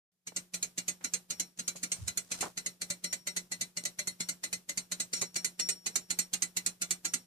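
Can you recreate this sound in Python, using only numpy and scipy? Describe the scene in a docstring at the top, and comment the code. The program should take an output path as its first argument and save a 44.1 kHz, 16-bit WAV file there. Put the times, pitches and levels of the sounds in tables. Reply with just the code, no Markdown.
"""Clock movement on a wooden bench

A brass movement ticks fast and out of beat, close to the microphone of a hand-held camera moving round it.
At each beat a tooth slides off its pallet, drops on the other and bounces, ringing the plates and one
steel part and thumping the bench top. Fingers bump and rub now and then. Mains hum and room noise lie
beneath; the camera's noise suppressor lets them swell with every tick."""
import sys
import numpy as np
from scipy import signal
from scipy.fft import rfft, irfft, next_fast_len
from scipy.io import wavfile
from scipy.ndimage import map_coordinates

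SR = 44100
rng = np.random.default_rng(int(sys.argv[2]) if len(sys.argv) > 2 else 0)


def transcribe(u):
    """Save the signal u as a 16-bit wav file named by the first command-line argument.

    u: samples, shape (n,) or (channels, n), limited to [-1, 1]; the rate is SR.
    q: integer samples, one column per channel.
    """
    v = np.clip(np.atleast_2d(u).T, -1, 1)
    q = np.round(v * 32767).astype(np.int16)
    wavfile.write(sys.argv[1], SR, q)


N = 320210
TIME = np.arange(N) / SR
TAIL = TIME[:SR // 5]  # time axis of one short sound

# swings of the anchor, uneven with no pendulum to pace it: tick_s, tock_s
SWINGS = [(.271, .363), (.540, .627), (0.78, .881), (1.044, 1.137), (1.305, 1.398), (1.592, 1.679),
          (1.833, 1.918), (2.079, 2.174), (2.317, 2.409), (2.575, 2.662), (2.817, 2.902), (3.042, 3.128),
          (3.272, 3.365), (3.519, 3.611), (3.771, 3.853), (3.991, 4.073), (4.205, 4.288), (4.437, 4.529),
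          (4.693, 4.775), (4.919, 5.000), (5.133, 5.215), (5.361, 5.446), (5.596, 5.689), (5.864, 5.957),
          (6.105, 6.189), (6.335, 6.422), (6.569, 6.663), (6.818, 6.908), (7.051, 7.137)]
# spectrum of the crowd of close modes in frame and bench: frequency_hz, density_db
CLATTER = [(90, -25.5), (240, -2), (360, -7), (560, -12), (1050, -21), (1400, -11.5), (1680, -13.5),
           (2300, -3), (3400, -9.5), (4400, 2.5), (5200, -7.5), (6700, 6.5), (8500, -3.5), (10000, -6.5),
           (11500, -11.5), (14400, -20)]


def amp(db):
    """Decibels to amplitude."""
    return 10 ** (np.asarray(db) / 20)


def unit(x):
    """x scaled to rms 1."""
    return x / np.sqrt(np.mean(x ** 2) + 1e-20)


def fade(t, t60):
    """Exponential decay, silent before t = 0."""
    return (t >= 0) * amp(-60 * np.abs(t) / t60)


def along(points, hz):
    """Interpolate (frequency_hz, value) points on a log axis."""
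    knots_hz, values = np.transpose(points)
    return np.interp(np.log(hz + 1), np.log(knots_hz + 1), values)


def filtered(x, response):
    """x through a filter whose gain is response(hz)."""
    n = x.shape[-1]
    size = next_fast_len(n + SR // 10)
    return irfft(rfft(x, size) * response(np.fft.rfftfreq(size, 1 / SR)), size)[..., :n]


def smooth(x, seconds):
    """Running mean under a bell."""
    bell = signal.windows.hann(int(seconds * SR))
    padded = np.pad(x, len(bell), "edge")
    return signal.fftconvolve(padded, bell / bell.sum(), "same")[len(bell):-len(bell)]


def wobble(rate):
    """A smooth random curve, rate knots a second."""
    return map_coordinates(rng.standard_normal(int(N * rate / SR) + 4), [TIME * rate])


def sides(pan_db):
    """Left and right gains of mean power 1; pan_db is left minus right."""
    gains = amp([pan_db / 2, -pan_db / 2])
    return gains / np.sqrt(np.mean(gains ** 2, axis=0))


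def noise(n, spectrum_db):
    """Coloured stereo noise of rms 1, alike in the bass and unrelated in the treble."""
    # likeness of left and right at the microphone: frequency_hz, correlation
    likeness = [(60, 0), (180, 0.7), (400, 0.42), (900, 0.3), (2000, 0.035)]

    def mid_side_gains(hz):
        turn = np.arccos(np.clip(along(likeness, hz), -1, 1)) / 2
        return amp(spectrum_db(hz)) * [np.cos(turn), np.sin(turn)]

    mid, side = filtered(rng.standard_normal((2, n)), mid_side_gains)
    return unit(np.array([mid + side, mid - side]))


def add(out, start_s, x):
    """Mix x into out from start_s."""
    i = int(start_s * SR)
    out[:, i:i + x.shape[1]] += x[:, :N - i]


def blows(times, db):
    """A train of impulses."""
    return np.bincount((np.ravel(times) * SR).astype(int), amp(db) * np.ones(np.size(times)), N)


def room(air_db=-53, hum_db=-62, waver_db=1.0):
    """Steady room noise and a slightly wavering mains hum."""
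    # partials of the hum: pitch_hz, relative_db
    partials = [(179.5, 5), (360, -10)]
    # spectrum of the room noise: frequency_hz, density_db
    air = [(25, 11), (60, -2), (120, 7), (250, 3.5), (500, -1.5), (1000, -7), (3000, -7), (7000, -5),
           (14000, -8)]
    hum = sum(amp(db) * np.sqrt(2) * np.sin(2 * np.pi * hz * TIME) for hz, db in partials)
    hum *= amp(hum_db + waver_db * wobble(4.4))
    return hum + amp(air_db) * noise(N, lambda hz: along(air, hz))


def rustle(grain_db=3):
    """Skin sticks and slips in small grains; each rub swells and dies away."""
    # spectrum of rubbing skin: frequency_hz, density_db
    colour = [(60, 4), (300, -6), (1000, -4), (3000, -7), (7000, 0), (10000, -5), (14000, -22)]
    # fingers on the mat and the camera body: middle_s, level_db, half_length_s
    rubs = [(2.023, -47, 0.074), (2.3, -57.5, 0.046), (2.397, -45, 0.1)]
    grains = unit(noise(N, lambda hz: along(colour, hz)) * amp(grain_db * wobble(310)))
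    return grains * sum(amp(db) * np.exp(-((TIME - s) / half) ** 2) for s, db, half in rubs)


def handling(rise_cycles=1.4):
    """Hand bumps, slower and narrower the lower they are; a few light clicks and one brief wheel scrape."""
    # the hand on bench and camera: start_s, level_db, centre_hz, t60_s
    bumps = [(0.319, -46.5, 440, 0.028), (1.008, -47.5, 700, .1), (1.754, -49.5, 388, .032),
             (1.983, -43, 114, 0.22), (2.01, -31, 87, 0.15), (2.4249, -35.5, 556, .11),
             (2.457, -43.5, 490, .14), (5.2226, -42, 378, 0.07)]
    # light clicks and, at 5.165 s, a brief scrape of a wheel: start_s, level_db, t60_s
    clicks_and_scrape = [(1.575, -39.5, 0.027), (1.759, -40, 0.2), (3.838, -27.5, 0.01), (5.165, -39, 0.24),
                         (5.344, -37, 0.033)]
    out = np.zeros((2, N))
    for s, db, centre, t60 in bumps:
        octaves = 1.25 * (centre / 500) ** .7  # half width: harder, higher bumps are broader
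        band = noise(len(TAIL), lambda hz: -10 * np.log10(1 + (np.log2((hz + 1) / centre) / octaves) ** 6))
        push = band * (1 - np.exp(-TAIL * centre / rise_cycles)) * fade(TAIL, t60)
        add(out, s, amp(db) * push / push[:, :SR // 50].std())
    for s, db, t60 in clicks_and_scrape:
        add(out, s, amp(db) * noise(len(TAIL), lambda hz: along(CLATTER, hz)) * fade(TAIL, t60))
    return out


def bench(pitch_hz=177, t60=.17, level_db=-51):
    """Every beat thumps the bench top, which booms briefly at its low resonance."""
    t = TIME[:SR // 2]
    boom = np.sin(2 * np.pi * pitch_hz * t) * fade(t, t60)
    return signal.oaconvolve(blows(SWINGS, level_db), boom)[:N]


def steel(swell_s=0.039, waver_db=2, faint_db=-55, pan_db=4.5):
    """A steel part takes up each blow slowly; some beats set it singing, and one mode lingers."""
    # its lightly damped modes: pitch_hz, gain_db, t60_s, growth_db_per_db of a harder blow
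    modes = [(5571, -7, 1.4, 1.45), (5583, 21, .13, 1)]
    # beats that set it singing: start_s, force_db
    hard_blows = [(1.045, -45), (1.307, -45.5), (1.401, -50), (3.04, -39), (3.274, -45), (3.518, -50),
                  (3.772, -46.5), (3.992, -52), (4.207, -48), (5.135, -36.5), (5.36, -39), (5.596, -32.5),
                  (5.691, -37.5), (6.189, -47.5), (7.053, -48)]
    t = TIME[:SR]
    times, db = np.transpose(hard_blows)
    swell = 1 - np.exp(-(t / swell_s) ** 2)
    out = np.zeros((2, N))
    for hz, gain_db, t60, growth in modes:
        tone = np.sin(2 * np.pi * hz * t + [[0], [1]])  # the right side leads by a radian
        ring = amp(gain_db) * fade(t, t60) * tone * swell
        force = blows(SWINGS, faint_db) + blows(times, db.max() + growth * (db - db.max()))
        out += signal.oaconvolve(force[None], ring, axes=1)[:, :N]
    return out * amp(waver_db * wobble(40)) * sides(pan_db)[:, None]


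def dense_ring(crack_db=8, crack_t60=0.0098):
    """The crowd of close modes after one blow: a sharp direct crack, then a tail that dies by frequency."""
    # decay of frame and bench together: frequency_hz, t60_s
    ring_times = [(200, 0.086), (700, 0.26), (2000, 0.14), (6000, 0.09), (13000, 0.052)]
    hz, t, spectra = signal.stft(noise(len(TAIL), lambda hz: along(CLATTER, hz)), SR, nperseg=128)
    spectra *= fade(t, along(ring_times, hz)[:, None])
    tail = signal.istft(spectra, SR, nperseg=128)[1][:, :len(TAIL)]
    return unit(tail * (1 + amp(crack_db) * fade(TAIL, crack_t60)))


def contacts(slide_s, unlock_db=-10, slide_db=-7, rise_db=8, bounce_t60=0.059, gap_s=.0019, bounces=7):
    """Forces of one beat: the tooth unlocks, scrapes ever harder along the pallet, drops and chatters."""
    force = np.zeros(len(TAIL))
    drop = int(slide_s * SR) + 1
    scrape = rng.standard_normal(len(TAIL))[:drop] ** 3 * amp(rise_db * np.linspace(0, 1, drop))
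    force[:drop] = amp(slide_db) * scrape / np.linalg.norm(scrape)
    force[0] += amp(unlock_db)
    force[drop] += .8
    after_s = np.cumsum(gap_s * rng.uniform(.5, 1.5, bounces))
    # the wheel's weight follows the first touch, so the second contact is the hardest
    chatter = fade(after_s - after_s[0], bounce_t60) * rng.choice([-1, 1], bounces)
    force[drop + (after_s * SR).astype(int)] += chatter
    return force


def beats():
    """Yield each beat's time, slide and band levels; a late swing has a weaker tick, a stronger tock."""
    # the pallets, tick then tock: slide_s, plate_db, treble_db, loss_db_per_s of lateness
    pallets = [(.0038, -39.5, -34.5, 37), (.0013, -39, -31.5, -10)]
    periods = np.diff(np.array(SWINGS)[:, 0])
    lateness = np.r_[0, periods - periods.mean()]
    for swing, late_s in zip(SWINGS, lateness):
        for drop_s, (slide_s, plate_db, treble_db, loss) in zip(swing, pallets):
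            yield drop_s, slide_s, plate_db - loss * late_s, treble_db - loss * late_s


def escapement(scatter_db=2.0, detune_hz=14, steady_db=-2, split_hz=5300, top_hz=8800):
    """Each beat rings the same frame; the microphone's angle and nearness set its modes, level and pan."""
    # modes of the brass frame and its wheels: pitch_hz, front_db, open_side_db, t60_s
    frame = [(575, -26, -9, .14), (1390, -6, -11, .13), (2015, -3, 5, .12), (2085, -9, 0, .1),
             (2295, -3, -11, .12), (2870, -9, -17, .12), (3470, -18, -19, .17), (3890, -8, -3, .13),
             (4063, -6, -4, .16), (4272, -7, 3, .11), (4525, -12, -3, .1), (5755, -6, -4, .14),
             (6390, 2, -15, .11), (6584, 0, -3, .12), (7030, -4, -3, .1), (7260, -4, -6, .14),
             (7500, -12, -4, .16), (7840, -19, -6, .16), (8091, 2, -2, .13), (8254, -9, 0, .12),
             (8519, 3, -1, .12), (8894, -9, -6, .13), (9390, -8, -16, .13), (9601, -11, -14, .13),
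             (10053, -7, -10, .14), (10500, -14, -12, .13), (10800, -14, -23, .13), (14100, -15, -24, .1)]
    # the microphone's path: time_s, angle (0 front plate, 1 open side), nearness_db
    path = [(.3, 0.029, -1), (1.15, .02, 1.1), (1.6, .05, -1), (2.05, 0.033, 1), (2.65, 0.79, -0.04),
            (3.3, 0.98, 1.57), (4.6, 0.87, 0.5), (5.45, 0.46, 2.5), (6.15, 0.27, 3.5), (7.1, 0.12, 2.04)]
    # stereo lean of a tick within each band: frequency_hz, pan_db
    tilt = [(250, 1), (1500, 2), (2400, 5), (4500, 4), (6000, 0), (6800, -10), (8500, -12), (11500, -8)]
    hz, front_db, open_db, t60 = np.transpose(frame)
    path_s, angles, nearness = np.transpose(path)
    phase = rng.uniform(0, 2 * np.pi, (2, len(hz), 1))
    decay = fade(TAIL, t60[:, None])
    # part of the treble ring repeats; fresh random clatter varies each beat
    steady = filtered(dense_ring(), lambda f: 1 / (1 + (5000 / (f + 1)) ** 8))
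    out = np.zeros((2, N))
    for drop_s, slide_s, plate_db, treble_db in beats():
        angle = np.interp(drop_s, path_s, angles)
        near_db = np.interp(drop_s, path_s, nearness)
        pitch = hz + detune_hz * rng.standard_normal(len(hz))  # random detuning: the ring sounds less pure
        modes = np.sin(2 * np.pi * pitch[:, None] * TAIL + phase) * decay
        mode_db = front_db + angle * (open_db - front_db) + scatter_db * rng.standard_normal(len(hz))
        ring = amp(-4 + 3.5 * angle) * unit(amp(mode_db) @ modes)  # clearer at the open side
        response = amp(steady_db) * steady + dense_ring() + ring
        tick = signal.fftconvolve(response, contacts(slide_s)[None], axes=1)[:, :len(TAIL)]
        # close up, the highest treble gains extra
        top_lift = lambda f: amp(1.1 * near_db * np.clip(2 * (f / top_hz - 1), 0, 1))
        tick = filtered(tick, lambda f: sides(along(tilt, f)) * top_lift(f))
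        plate = filtered(tick, lambda f: 1 / (1 + (f / split_hz) ** 16))
        treble = tick - plate
        for band, level_db, pan_db in (
                (plate, plate_db + near_db, 1.6 + 5.5 * angle),
                (treble, treble_db + 1.28 * near_db - 3.5 * angle, -4.5 - 1.35 * near_db)):
            attack_rms = band[:, int(slide_s * SR):][:, :SR // 40].std(axis=1)
            add(out, drop_s - slide_s, band * (amp(level_db) * sides(pan_db) / attack_rms)[:, None])
    return out


def scene():
    """The clock, the hand and the room as they reach the microphone."""
    return escapement() + steel() + bench() + handling() + rustle() + room()


def suppressor(x, threshold_db=-42, slope=2, depth_db=28, release_db_per_s=170, window_s=0.034):
    """Turns all down while the level above the bass is low; opens just ahead of a tick, closes after it."""
    power = np.mean(filtered(x, lambda hz: hz > 500) ** 2, axis=0)
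    level_db = 10 * np.log10(np.abs(smooth(power, window_s)) + 1e-12)
    wanted_db = np.clip(slope * (level_db - threshold_db), -depth_db, 0)
    release_db = release_db_per_s * TIME
    held_db = np.maximum.accumulate(wanted_db + release_db) - release_db
    return x * amp(smooth(held_db, window_s))


def record(dry, on_s=0.118, full_s=0.378, fade_db_per_s=85, low_cut_hz=70, high_cut_hz=14600):
    """The camera fades in after a moment, suppresses steady noise, thins the deep bass and cuts the top."""
    fade_in = (TIME > on_s) * amp(np.clip(fade_db_per_s * (TIME - full_s), -6, 0))
    thinned = filtered(suppressor(dry * fade_in), lambda hz: 1j * hz / (low_cut_hz + 1j * hz))
    return filtered(thinned, lambda hz: 1 / np.sqrt(1 + (hz / high_cut_hz) ** 120))


dry = scene()
out = record(dry)
transcribe(out)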